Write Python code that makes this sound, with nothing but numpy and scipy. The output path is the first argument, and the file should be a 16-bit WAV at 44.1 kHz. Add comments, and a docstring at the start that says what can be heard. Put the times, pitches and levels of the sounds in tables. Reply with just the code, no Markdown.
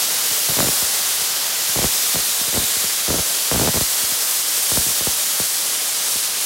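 """A loud, bright hiss, swaying in the breeze: a standing steam locomotive blows off through its safety
valves, with weak echoes off boiler, cab and platform. Gusts buffet the microphone in clusters of
low pops, each sliding down in pitch, and a limiter ducks the hiss for an instant under the hardest
ones. One microphone feeds both channels."""
import sys
import numpy as np
from scipy import signal
from scipy.fft import rfft, irfft, next_fast_len
from scipy.io import wavfile
from scipy.ndimage import uniform_filter1d

SR = 44100
rng = np.random.default_rng(int(sys.argv[2]) if len(sys.argv) > 2 else 0)


def store_wav(level_fs):
    """Save 16-bit WAV to argv[1]."""
    pcm = np.round(np.clip(np.atleast_2d(level_fs), -1, 1) * 32767)
    wavfile.write(sys.argv[1], SR, pcm.T.astype(np.int16))


N = 284445
FFT_SIZE = next_fast_len(N + SR // 2) // 2 * 2
TIME, FREQ = np.arange(N) / SR, np.fft.rfftfreq(FFT_SIZE, 1 / SR)
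CUTOFF_HZ = 15850


def from_db(db):
    """Decibels to gain."""
    return 10 ** (np.asarray(db) / 20)


def colour(points):
    """Gain at every frequency from (f/Hz, level/dB) points."""
    hz, db = np.transpose(points)
    return from_db(np.interp(np.log(FREQ + 1), np.log(hz), db))


def filtered(x, response):
    """Pass a sound through a frequency response."""
    return irfft(rfft(x, FFT_SIZE) * response)[..., :N]


def noise(response):
    """Coloured noise of rms 1."""
    x = filtered(rng.standard_normal(N), response)
    return x / x.std()


def drift(per_s):
    """A random wander of spread 1 that takes a new course per_s times a second."""
    knots = rng.standard_normal(2000)
    return np.interp(TIME * per_s, np.arange(len(knots)), knots) * np.sqrt(3 / 2)


def smooth(x, seconds):
    """A triangular running mean."""
    size = max(int(seconds * SR), 1)
    return np.maximum(uniform_filter1d(uniform_filter1d(x, size), size), 0)


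# Spectrum of moving air on the microphone, for breeze and pops alike: f/Hz, relative level/dB
EDDY_SPECTRUM = [(15, -29), (30, -17), (55, -0.5), (160, 1.5), (300, -1.5), (500, -2), (800, -8),
                 (1300, -15.5), (2500, -24), (8000, -47)]


def breeze(level_db=-65.0, lumpy_db=2.0, lumps_per_s=12.0):
    """Light air rumbles faintly and unevenly right on the microphone."""
    return noise(colour(EDDY_SPECTRUM)) * from_db(level_db + lumpy_db * drift(lumps_per_s))


# Distinct wind pops on the microphone, single ones and the hardest hits within gusts;
# a big eddy thumps, a small one ticks: t/s, relative level/dB, extra bass/dB
DISTINCT_POPS = [(0.31, -20, -3), (0.589, -6, -8), (0.603, -3.5, -15), (0.685, -8, -4), (0.821, -14.5, 0),
                 (1.213, -24, -1), (1.688, -22, 1), (1.788, -8.5, 7), (1.841, -5.5, 4), (2.156, -10.5, 3),
                 (2.409, -19, -7), (2.477, -20, 3), (2.572, -8.5, 7), (2.765, -19.5, 1), (2.839, -15.5, -5),
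                 (3.102, -9.5, 4), (3.141, -9.5, 4), (3.513, -5.5, -7), (3.618, -9, -1), (3.674, -4.5, -9),
                 (3.684, -7, -11), (3.77, -9.5, 1), (3.809, -9, 5), (4.031, -24.5, 7), (4.117, -20.5, 0),
                 (4.716, -11, -1), (4.772, -7.5, 5), (4.862, -17, 3), (5.007, -15, -3), (5.069, -10.5, 2),
                 (5.398, -9.5, -7), (6.154, -20, 0)]
# Gusts at the microphone: start t/s, length/s, typical relative eddy level/dB, extra bass/dB
GUST_RUNS = [(0.481, 0.04, -16, 0), (0.564, 0.11, -15, -2), (1.755, 0.098, -14, -1),
             (2.132, 0.057, -21, -1), (2.526, 0.057, -16.5, -7), (2.589, 0.052, -21, -6),
             (3.078, 0.12, -14, 1), (3.521, 0.17, -12.5, 1), (3.74, 0.046, -13.5, 2), (4.72, 0.092, -22, 4),
             (4.86, 0.05, -26, 0)]


def eddies(per_s=120, jitter=.4, spread_db=2.5, bass_spread_db=2, max_per_gust=40):
    """Each gust breaks into an uneven run of eddies; these join the distinct pops in time order."""
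    rows = list(DISTINCT_POPS)
    for start, length, db, bass_db in GUST_RUNS:
        late, strength, bulk = rng.standard_normal((3, max_per_gust))
        after_s = np.abs(np.arange(max_per_gust) + jitter * late) / per_s
        run = np.column_stack([start + after_s, db + spread_db * strength,
                               bass_db + bass_spread_db * bulk])
        rows += map(tuple, run[after_s < length])
    return sorted(rows)


def wind_pops(gain_db=2, bass_hz=130.0, crack_db=3.0, crack_hz=1700.0,
              flutter_db=-9.5, wake_s=0.0095, lag_cycles=1.5, lag_floor_hz=11.0):
    """Eddies push and release the diaphragm in turn; each leaves a short wake of finer flutter."""
    onset_s, level_db, bass_db = np.transpose(eddies())
    at = np.round(onset_s * SR).astype(int)
    kicks, thumps = np.zeros((2, N))
    kicks[at] = from_db(level_db + gain_db) * (-1) ** np.arange(len(at))
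    thumps[at] = kicks[at] * from_db(bass_db)
    extra_bass = filtered(thumps - kicks, 1 / (1 + (FREQ / bass_hz) ** 2))
    fade = np.exp(-1 / (wake_s * SR))
    wake = np.sqrt(signal.lfilter([1 - fade], [1, -fade], kicks ** 2 + 1e-18))
    flutter = from_db(flutter_db) * wake * rng.standard_normal(N)
    # a hard eddy has a steeper front, so it cracks as well
    highpass = 1 - 1 / (1 + (FREQ / crack_hz) ** 2) ** 2
    crack = from_db(crack_db) * filtered(kicks * np.abs(kicks), highpass)
    pressure = kicks + extra_bass + crack + flutter
    # each frequency arrives about lag_cycles of its own cycles late, so a pop slides down in pitch
    slide = np.exp(-2j * np.pi * lag_cycles * np.log(FREQ + lag_floor_hz))
    spectrum = colour(EDDY_SPECTRUM)
    pulse_peak = irfft(spectrum)[0]
    return filtered(pressure, spectrum / pulse_peak * slide)


def reflections(jet, level_db=-17.0, near_s=0.000496, far_s=.011,
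                wander_s=.00007, wander_per_s=2.0, count=28):
    """Echoes off nearby boiler, cab and platform; their delays drift slowly and ripple the hiss."""
    echoes = np.zeros(N)
    for delay_s in rng.uniform(near_s, far_s, count):
        emitted_s = TIME - delay_s - wander_s * drift(wander_per_s)
        echoes += np.interp(emitted_s, TIME, jet, left=0)
    return from_db(level_db) * echoes / np.sqrt(count)


# Long-term spectrum of the jet at the microphone: f/Hz, relative level/dB
JET_SPECTRUM = [(35, -35), (85, -24), (150, -14.5), (330, -11), (500, -8), (1000, -6.5), (2000, -5.5),
                (2650, -5), (3100, -2.0), (5500, 0), (8700, -0.07), (11900, -1.1), (13000, -4),
                (15800, -5.5)]
# The plume sways in the breeze, heard in the treble: t/s, relative level/dB
PLUME_SWAY = [(0.0, -19.5), (0.23, -20), (0.37, -18.5), (0.79, -19), (1.34, -20), (1.43, -21.5),
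              (1.89, -19), (2.88, -20), (3.76, -20), (3.84, -18.5), (4.23, -20), (4.34, -18.5), (4.5, -20),
              (4.8, -18), (5.19, -20), (5.56, -20), (5.76, -21.5), (6.15, -19.5), (6.35, -23),
              (6.45, -19.5)]
# Highs are beamed, so they follow the sway most: f/Hz, multiple of the swing in dB
SWAY_DEPTH = [(1500, 0.041), (4000, 0.29), (9000, 0.97), (14000, 1.3)]
# The roar fades slowly while the sizzle holds: f/Hz, level slope/(dB/s)
JET_TREND = [(1500, -0.32), (4000, -0.24), (9000, 0.17), (14000, -0.2)]


def steam_jet(level_db=-19, patchy_db=0.57, patchy_per_s=4.5, churn_db=0.51, churn_per_s=60.0,
              flap_db=0.43, flap_per_s=9.0, bands=26):
    """Turbulent steam hisses from the valves; the plume sways and each band flickers by itself."""
    sway_db = np.interp(TIME, *np.transpose(PLUME_SWAY))
    sway_db = sway_db - sway_db.mean() + flap_db * drift(flap_per_s)
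    turbulence = rfft(noise(colour(JET_SPECTRUM)), FFT_SIZE)
    centres_hz = np.linspace(0, CUTOFF_HZ, bands)
    hiss = np.zeros(N)
    for hz, weights in zip(centres_hz, np.eye(bands)):
        band = irfft(turbulence * np.interp(FREQ, centres_hz, weights))[:N]
        depth = np.interp(hz, *np.transpose(SWAY_DEPTH))
        trend_db = np.interp(hz, *np.transpose(JET_TREND)) * (TIME - TIME.mean())
        hiss += band * from_db(depth * sway_db + trend_db + patchy_db * drift(patchy_per_s))
    # large eddies in the jet shake all bands together
    return hiss * from_db(level_db + churn_db * drift(churn_per_s))


def scene():
    """Jet, echoes and wind reach one microphone on the platform, which feeds both channels."""
    jet = steam_jet()
    return np.tile(jet + reflections(jet) + wind_pops() + breeze(), (2, 1))


def limiter(x, threshold_db=-14.0, slope=.65, window_s=.005):
    """A fast limiter turns everything down while the level is over the threshold."""
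    power = smooth(np.mean(x ** 2, axis=0), window_s)
    excess_db = np.maximum(10 * np.log10(power + 1e-12) - threshold_db, 0)
    return x * from_db(-slope * smooth(excess_db, window_s))


def record(dry):
    """After the microphone, the hardest pops are limited and the top treble is cut."""
    steep_cut = 1 / np.sqrt(1 + (FREQ / CUTOFF_HZ) ** 400)
    return filtered(limiter(dry), steep_cut)


dry = scene()
out = record(dry)
store_wav(out)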